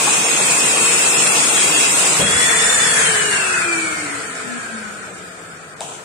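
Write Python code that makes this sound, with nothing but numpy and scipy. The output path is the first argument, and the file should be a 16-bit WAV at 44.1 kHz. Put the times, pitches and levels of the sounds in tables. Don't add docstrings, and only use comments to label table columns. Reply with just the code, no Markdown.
import sys
import numpy as np
from scipy import signal
from scipy.fft import rfft, irfft, next_fast_len
from scipy.io import wavfile
from scipy.ndimage import uniform_filter1d, minimum_filter1d, map_coordinates

SR = 44100
rng = np.random.default_rng(int(sys.argv[2]) if len(sys.argv) > 2 else 0)


def elevation(decibels):
    levels = np.asarray(decibels, float)
    return 10 ** (levels / 20)


def generate_wav(signal):
    frames = np.transpose(np.atleast_2d(signal))
    scaled = np.clip(frames, -1, 1) * 32767
    pcm = np.round(scaled).astype(np.int16)
    wavfile.write(sys.argv[1], SR, pcm)


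N = 266408

# (time [s], share [0-1])
NOZZLE_COVER = [
    (2.19, 0.03),
    (2.33, 0.99),
]
# (time [s], share [0-1])
FLOW_SLOWED = [
    (2.9, 0.06),
    (5.0, 0.88),
]
# (time [s], turns per second [Hz])
SHAFT_SPEED = [(0.0, 459.0), (0.5, 466.0), (2.18, 469.6), (2.4, 489.7), (2.6, 502.7), (2.765, 509.4),
               (2.9, 482.4), (3.15, 429.0), (3.4, 384.3), (3.7, 338.6), (4.0, 299.5), (4.33, 260.9),
               (4.72, 222.5), (5.11, 190.8), (5.5, 164.4), (5.76, 149.0), (6.04, 136.0)]
# (time [s], nearness [dB], slots facing the phone [dB], left-right [dB])
HAND = [(0.0, -1.5, 1.5, -0.5), (0.25, -0.5, 8.5, -1), (0.6, 0.1, 6, -1), (0.85, 0.5, 3, 0),
        (1.2, 1.2, -5, -1), (1.5, 1, 11, 0), (1.85, 1, 0.5, -0.6), (2.08, 1, -6, -0.6),
        (2.35, -0.2, 6.5, -0.5), (2.7, -2, 2, -1), (3.1, 0.1, 5.5, 0.15), (3.8, 1.5, 6, -0.5),
        (4.3, 2, -0.5, -0.2), (5.0, 2.5, -8, -0.5), (6.0, 1.3, -14, 0.1)]
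# (time [s], level [dB])
DIP = [
    (2.19, 0),
    (2.262, -2),
    (2.3, 1),
    (2.42, 3),
]

# (frequency [Hz], level per Hz [dB])
RUMBLE = [
    [(15, -66), (25, -67), (70, -20), (113, -17), (155, -4), (221, -7.5), (314, -3.5), (419, -4), (461, -2.5), (542, -5), (1150, -3.5), (1500, -50), (2530, -120)],
    [(15, -75), (35, -52), (60, -44), (118, -14), (152, 1), (222, -5.5), (402, -15.5), (435, 6), (569, -10.5), (676, 2), (737, -3.5), (1150, -9.5), (1500, -42), (2530, -120)],
    [(15, -44), (25, -9), (64, -10.5), (107, -0.5), (124, -8.5), (176, -1), (221, -6.5), (440, -0.5), (587, -6), (656, -2), (1150, -19), (1500, -53), (2530, -120)],
]
ROAR = [
    [(620, -41), (1050, -12), (1320, -4.5), (1590, -8), (1950, -8), (2060, -6.5), (2190, -7), (2560, -3), (2800, -5.5), (3100, -9.5), (3380, -9.5), (3700, -9.5), (4300, -15), (5590, -48), (9460, -120)],
    [(620, -31), (1050, -9.5), (1130, -11), (1310, -6), (1620, -2.5), (1920, -4), (2400, -6.5), (3380, -15.5), (3980, -19), (4300, -13), (5590, -41), (9460, -120)],
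    [(620, -62), (1050, -9.5), (1140, -17), (1290, 0), (1550, -3), (2070, -11.5), (2430, -9), (2710, -17.5), (3790, -19), (4480, -29.5), (4800, -34.5), (6240, -61), (10600, -120)],
]
HISS = [
    [(2350, -20), (4000, -11.5), (4550, -9.5), (5060, -6), (5870, -6), (6310, -6), (7240, 0), (8110, 1), (9190, -2), (10200, -16.5), (10500, -18.5), (13600, -34), (22000, -120)],
    [(2350, -11.5), (4000, -10), (4200, -12.5), (4820, -9.5), (5330, -7), (6260, -6.5), (7270, -1), (8790, 0.5), (10200, -14.5), (10500, -86), (13600, -51), (22000, -120)],
    [(2710, -27.5), (4600, -6), (4840, -8), (6680, -6), (7230, -2), (8620, -3), (9570, -9.5), (10500, -30), (13600, -48), (22000, -120)],
]
FIZZ = [
    [(6060, -55), (10300, -11), (10500, 1.5), (13000, 0.5), (14000, -0.5), (15300, -5)],
    [ (6060, -55), (10300, -12), (11300, -11), (12300, -6), (13300, 0), (14500, 0), (15300, -4) ],
    [(6060, -55), (10300, -4), (10600, 0), (12500, -1), (14000, -2), (15300, -5) ],
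]
# (open level [dB], covered level [dB], speed below which it fades [Hz], power of the speed, floor [dB])
RUMBLE_LAW = (-26, -30, 471, 1.71, -50.5)
ROAR_LAW = (-21, -20, 448.5, 2.5, -62)
HISS_LAW = (-15.5, -17, 488.5, 4, -53)
FIZZ_LAW = (-31.5, -41.5, 524, 4, -68.5)
# (frequency [Hz], likeness [-1 to 1])
EAR_LIKENESS = [(60, 0.99), (110, 0.95), (200, 1), (380, 0.74), (700, 0.56), (1280, -0.036), (2370, 0.0012),
                (4370, 0.02), (8050, -0.035), (14900, -0.17)]

# (tone frequency [Hz], level [dB])
UNBALANCE = [(140, -54.5), (185, -49), (200, -49), (218, -39), (231, -41.5), (246, -35.5), (268, -54),
             (292, -33.5), (303, -40), (325, -30), (360, -37), (392, -39), (432, -29.5), (450, -33),
             (465, -36.5), (485, -38.5), (505, -48)]
BLADE = [(1350, -50), (1500, -37), (1700, -35), (1770, -47), (1850, -50), (2000, -44), (2150, -31),
         (2300, -30), (2500, -32), (2750, -28), (3080, -32), (3350, -26.5), (3560, -27.5)]
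SECOND = [(2000, -65), (3500, -57), (4200, -60), (5200, -48), (5800, -61), (6400, -31.5), (6900, -39.5),
          (7120, -23)]
THIRD = [(3000, -74), (5000, -59), (6600, -52), (7800, -42), (8600, -39), (9500, -30), (10100, -33),
         (10300, -60)]
BRUSHES = [(9000, -80), (11200, -62), (11700, -57), (12300, -58)]
# (time [s], centre frequency [Hz], level [dB])
DUCT_WHISTLE = [(0.0, 2480, -28), (0.4, 2560, -28), (0.8, 2560, -25.5), (1.15, 2640, -23.5),
                (1.5, 2600, -33.5), (1.85, 2620, -22.5), (2.05, 2580, -47), (2.2, 2500, -44),
                (2.3, 1950, -35), (2.45, 1920, -20), (2.65, 1850, -24.5), (2.95, 1730, -24),
                (3.3, 1650, -25.5), (3.65, 1450, -25.5), (4.1, 1380, -35), (4.6, 1330, -56),
                (6.0, 1300, -46)]

# (time [s], peak [dB], pitch [Hz], time to fall 60 dB [s])
KNOCKS = [(0.071, -10, 1100, 0.051), (.07, -13, 970, 0.058), (.073, -12, 820, 0.073), (.09, -16, 910, 0.04),
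          (2.5, -5.5, 2280, 0.027), (2.191, -19, 183, 0.55), (2.192, -15, 410, 0.099),
          (2.203, -14.5, 577, 0.16), (2.196, -18, 70.3, 0.31), (2.5, -19, 470, 0.071),
          (2.291, -21.5, 429.4, 0.25), (2.338, -19, 73, 0.25), (5.807, -16, 800, 0.037),
          (5.808, -18, 650, .05), (5.81, -26, 880, 0.056), (5.807, -24, 1020, .04),
          (5.914, -31, 700, 0.053), (5.823, -25.5, 698, 0.13)]
# (time [s], peak [dB])
CLICK = [
    (5.806, -16.5),
]
# (frequency [Hz], width [Hz], level [dB])
PLASTIC = [(668, 99, 0), (2440, 320, -5), (3750, 300, -2.5), (5330, 250, -12), (6300, 350, -7),
           (7630, 300, 2.5), (9010, 300, -6), (13000, 290, -33)]
# (time [s], level [dB])
RUB_PRESSURE = [
    (5.815, -27),
    (5.847, -30.5),
    (5.939, -31),
    (5.995, -37.5),
    (6.04, -43),
]
# (frequency [Hz], level per Hz [dB])
SHELL = [(240, -48), (400, -19), (440, -6), (530, -16), (680, -5), (800, -7), (1050, -7), (1500, -27),
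         (1950, -61), (3300, -120)]
SCRATCH = [(880, -45), (1500, -20), (1790, -18), (1990, -8), (3050, -2.5), (4960, -10.5), (7680, 0.5),
           (9150, -5), (11300, -25), (13900, -22), (15300, -36)]

# (frequency [Hz], time to fall 60 dB [s])
ROOM = [
    (200, 0.8),
    (2000, 0.97),
    (10000, 0.37),
]
# (frequency [Hz], left-right [dB])
PORT_LEAN = [(60, -4), (92, 2.5), (140, 2), (210, 3), (330, 4.5), (500, 3.5), (760, 4), (1170, 2.5),
             (1780, 2), (2730, 1.5), (4160, 3), (6360, -2.5), (9720, 7), (14900, -1.5)]
# (frequency [Hz], level against neighbours [dB])
BAND_LIMIT = [(700, -6), (1500, -1.5), (2500, -.9), (3100, -1.2), (3500, -.2), (4500, 0), (5600, .3),
              (6400, .1), (7200, -.9), (8300, -.9), (9500, -.5), (9800, .3), (10300, 0), (10700, 1.3),
              (12500, 1.1), (14500, .7), (15300, 2.6)]
# (frequency [Hz], level against the hiss [dB])
MASK_LIMIT = [(9650, -60), (9700, -12.5), (10200, -14), (10300, -28.5), (12200, -29), (13200, -38),
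              (15000, -41)]
# (frequency [Hz], share of the local rms [0-1])
LINE_LIMIT = [(300, .02), (900, .08), (1600, .17), (2300, .24), (3000, .34), (4000, .42), (6300, .4),
              (7200, .18), (9300, .2), (10000, .45), (15000, .5)]

BLOCK, BLOCK_OFFSET = 1024, 848


def unit(x):
    return x / np.sqrt(np.mean(x ** 2) + 1e-20)


def along(points, hz):
    f, v = np.transpose(points)
    return np.interp(np.log(hz + 1), np.log(f + 1), v)


def curves(rows):
    s, *columns = np.transpose(rows)
    t = np.arange(N) / SR
    return [np.interp(t, s, column) for column in columns]


def wobble(rate):
    points = rng.standard_normal(int(N * rate / SR) + 4)
    return map_coordinates(points, [np.arange(N) * rate / SR])


def filtered(x, response):
    m = next_fast_len(N + SR // 2)
    hz = np.fft.rfftfreq(m, 1 / SR)
    return irfft(rfft(x, m) * response(hz), m)[..., :N]


def rush(spectrum, patchy_db):
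    z = signal.stft(rng.standard_normal((2, N)), nperseg=512)[2]
    patches = uniform_filter1d(rng.standard_normal(z.shape[1:]), size=6, axis=0)
    patches = unit(uniform_filter1d(patches, size=8, axis=1))
    pair = signal.istft(z * elevation(patchy_db * patches), nperseg=512)[1][:, :N]

    def colour(hz):
        angle = np.arccos(np.clip(along(EAR_LIKENESS, hz), -1, 1)) / 2
        return elevation(along(spectrum, hz)) * [np.cos(angle), np.sin(angle)]

    mid, side = filtered(pair, colour)
    return unit(np.array([mid + side, mid - side]))


def changing(colours, patchy_db, order=1):
    cover = np.clip(curves(NOZZLE_COVER)[0], 0, 1)
    slowed = np.clip(curves(FLOW_SLOWED)[0], 0, 1) ** order
    shares = (1 - cover, cover * (1 - slowed), cover * slowed)
    return sum(np.sqrt(share) * rush(colour, patchy_db) for share, colour in zip(shares, colours))


def law(rule, cover, speed):
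    open_db, covered_db, knee, power, floor_db = rule
    level = elevation(open_db + (covered_db - open_db) * cover)
    return level * np.minimum(speed / knee + 1 - cover, 1) ** power + elevation(floor_db)


def air():
    near_db, _, pan_db = curves(HAND)
    cover, speed = np.clip(curves(NOZZLE_COVER)[0], 0, 1), curves(SHAFT_SPEED)[0]
    dip_db = curves(DIP)[0]
    flutter = wobble(13)

    rumble = law(RUMBLE_LAW, cover, speed) * changing(RUMBLE, patchy_db=1.3)
    noise = elevation(0.29 * near_db) * rumble

    roar = law(ROAR_LAW, cover, speed) * changing(ROAR, patchy_db=1.0)
    noise += elevation(0.65 * near_db + 0.45 * dip_db + 0.39 * flutter) * roar

    hiss = law(HISS_LAW, cover, speed) * changing(HISS, patchy_db=1.01)
    noise += elevation(near_db + dip_db + 0.35 * flutter + 0.36 * wobble(60)) * hiss

    fizz = law(FIZZ_LAW, cover, speed) * changing(FIZZ, patchy_db=2.0, order=2)
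    noise += elevation(near_db + 2.9 * dip_db + 0.83 * wobble(12)) * fizz
    return noise * elevation(0.87 * np.array([pan_db, -pan_db]))


def tone(turns, level_db, drift, waver_db, spread):
    phase = 2 * np.pi * turns + drift * wobble(60)
    apart = spread * wobble(8)
    left_waver = wobble(90) + 0.69 * wobble(6.3)
    right_waver = wobble(90) + 0.11 * wobble(7.9)
    size = np.sqrt(2) * elevation(level_db + waver_db * np.array([left_waver, right_waver]))
    return size * np.sin([phase + apart, phase - apart])


def fan():
    facing_db, speed = curves(HAND)[1], curves(SHAFT_SPEED)[0]
    turns = np.cumsum(speed) / SR
    share = speed / speed.max()
    blades, bars = 7, 24
    seal_s, seal_rise_s = 2.195, 0.012
    inlet = np.clip(1 - (np.arange(N) / SR - seal_s) / seal_rise_s, 0, 1)

    shaft_db = along(UNBALANCE, speed) + inlet * (4 * wobble(7) - 5.5)
    sound = tone(turns, shaft_db, drift=0.053, waver_db=1.5, spread=0.05)

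    blade_db = along(BLADE, blades * speed) - 13 * inlet + (0.4 + 0.5 * inlet) * facing_db
    blade_db += 3 * inlet * wobble(12) - 1.5
    sound += tone(blades * turns, blade_db, drift=0.24 * share, waver_db=4.2 * share, spread=0.6)

    second_db = along(SECOND, 2 * blades * speed) - 2 * inlet + 1.2 * facing_db - 3.5
    sound += tone(2 * blades * turns, second_db, drift=1.05, waver_db=2.5, spread=0.8)

    third_db = along(THIRD, 3 * blades * speed) - 13 * inlet + 0.25 * facing_db - 2
    sound += tone(3 * blades * turns, third_db, drift=1.3, waver_db=2.5, spread=0.8)

    brush_db = along(BRUSHES, bars * speed) - 20 * inlet
    return sound + tone(bars * turns, brush_db, drift=1.6, waver_db=4, spread=0.8)


def duct():
    hz, level_db = curves(DUCT_WHISTLE)
    width_hz = 120
    swirl = filtered(rng.standard_normal((2, 2, N)), lambda f: 1 / (1 + (f / width_hz) ** 2))
    phase = 2 * np.pi * np.cumsum(hz) / SR
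    whistle = unit(swirl[0] * np.cos(phase) + swirl[1] * np.sin(phase))
    return elevation(level_db + 1.5 * wobble(11)) * whistle


def knocks():
    out, t = np.zeros(N + SR), np.arange(SR // 2) / SR
    for s, db, hz, t60 in KNOCKS:
        roughness = np.cumsum(0.072 * rng.standard_normal(len(t)))
        ring = np.sin(2 * np.pi * hz * t + roughness)
        onset = 1 - np.exp(-t / 0.0034)
        out[round(s * SR):][:len(t)] += elevation(db - 60 * t / t60) * onset * ring
    return out[:N]


def click():
    crack, t = np.zeros(N), np.arange(SR // 50) / SR
    s, db = CLICK[0]
    crack[round(s * SR):][:len(t)] = elevation(-60 * t / 0.013) * rng.standard_normal(len(t))

    def shell(f):
        total = 0
        for k, (centre, width, level_db) in enumerate(PLASTIC):
            resonance = 1j * f * width / (centre * centre - f * f + 1j * f * width)
            total = total + (-1) ** k * elevation(level_db) * resonance
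        return total

    snap = filtered(crack, shell)
    return elevation(db + 1.0) * snap / np.abs(snap).max()


def rub():
    start_s = RUB_PRESSURE[0][0]
    press_db, = curves([(start_s - 0.008, -120)] + list(RUB_PRESSURE))
    shell_db = press_db - 5.5 - 10 * np.maximum(np.arange(N) / SR - start_s, 0)
    grain = elevation(0.65 * wobble(150))
    ring = elevation(shell_db) * rush(SHELL, patchy_db=2)
    scratch = elevation(press_db - 3.5) * rush(SCRATCH, patchy_db=1.0)
    return grain * (ring + scratch)


def room(x):
    hz, t, z = signal.stft(rng.standard_normal((2, SR // 2)), SR, nperseg=256)
    fade = elevation(-60 * t / along(ROOM, hz)[:, None])
    tail = signal.istft(z * fade, SR, nperseg=256)[1]
    late = np.pad(x, (300, 0))[None]
    return signal.fftconvolve(late, tail / np.linalg.norm(tail[0]), axes=1)[:, :N]


def scene():
    whine, hits = fan(), knocks() + click()
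    wet = room(elevation(-2.5) * whine[0] + elevation(-13.5) * hits)
    return air() + duct() + whine + rub() + hits * elevation([[1.2], [-1.2]]) + wet


def lapped(x):
    n, k, lead = np.arange(2 * BLOCK), np.arange(BLOCK), 2 * BLOCK - BLOCK_OFFSET
    window = signal.windows.kaiser_bessel_derived(2 * BLOCK, 4 * np.pi)
    count = (N + lead) // BLOCK + 2
    padded = np.pad(x, ((0, 0), (lead, (count + 1) * BLOCK - N - lead)))
    spin = np.exp(-1j * np.pi * n / (2 * BLOCK))
    turn = np.exp(-1j * np.pi * (BLOCK + 1) * (k + 0.5) / (2 * BLOCK))
    blocks = padded[:, np.arange(count)[:, None] * BLOCK + n]
    z = np.fft.fft(blocks * window * spin)[..., :BLOCK] * turn

    def back(kept):
        y = np.fft.ifft(kept.transpose(0, 2, 1) / turn, 2 * BLOCK) / spin
        y = 4 * window * y.real
        joined = y[:, 1:, :BLOCK] + y[:, :-1, BLOCK:]
        return joined.reshape(len(x), -1)[:, lead - BLOCK:][:, :N]

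    return (k + 0.5) * SR / (2 * BLOCK), z.transpose(0, 2, 1), back


def smooth(v, bands, blocks):
    return uniform_filter1d(uniform_filter1d(v, size=bands, axis=0), size=blocks, axis=1)


def thinned(x):
    hz, z, back = lapped(x)
    power = np.mean(np.abs(z) ** 2, axis=0)
    near = smooth(power, 5, 3)
    level = np.log(power + 1e-20)
    capped = np.minimum(level, smooth(level, 31, 5) + 0.6)
    around = np.exp(smooth(capped, 31, 5) + 0.1)
    around = np.minimum(around, 2 * np.roll(around, 2, axis=1))
    keep = near > around * elevation(2 * along(BAND_LIMIT, hz))[:, None]
    keep = minimum_filter1d(keep.astype(float), size=5, axis=0)
    keep = minimum_filter1d(keep, size=2, axis=1) > 0
    hiss = uniform_filter1d(power[(hz > 7000) & (hz < 9300)].mean(axis=0), size=3)
    keep &= uniform_filter1d(near, size=9, axis=0) > hiss * elevation(2 * along(MASK_LIMIT, hz))[:, None]
    bright = power[hz > 2500].sum(axis=0)
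    sudden = bright > 3 * np.roll(bright, 2)
    keep |= sudden & ~np.roll(sudden, 1)
    keep |= (sudden | np.roll(sudden, -1)) & (hz < 9900)[:, None]
    pair = np.array([z[0] + z[1], z[0] - z[1]]) / 2
    local = np.sqrt(uniform_filter1d(np.abs(pair) ** 2, size=17, axis=1) / 2)
    mid, side = pair.real * (np.abs(pair.real) > local * along(LINE_LIMIT, hz)[:, None])
    bass_cut_hz = 90
    bass_cut = np.sqrt(1 + (bass_cut_hz / (hz[:, None] + 1)) ** 4)
    return back(np.array([mid + side, mid - side]) * keep / bass_cut)


def top_cut(x):
    return signal.sosfilt(signal.butter(12, 15460, fs=SR, output="sos"), x)


def record(dry):
    sides = np.array([[1], [-1]])
    ports = filtered(dry, lambda hz: elevation(along(PORT_LEAN, hz) / 2 * sides))
    ports = ports / (1 + np.abs(ports / 0.8) ** 6) ** (1 / 6)
    mix = thinned(ports)
    return top_cut(mix)


dry = scene()
out = record(dry)
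generate_wav(out)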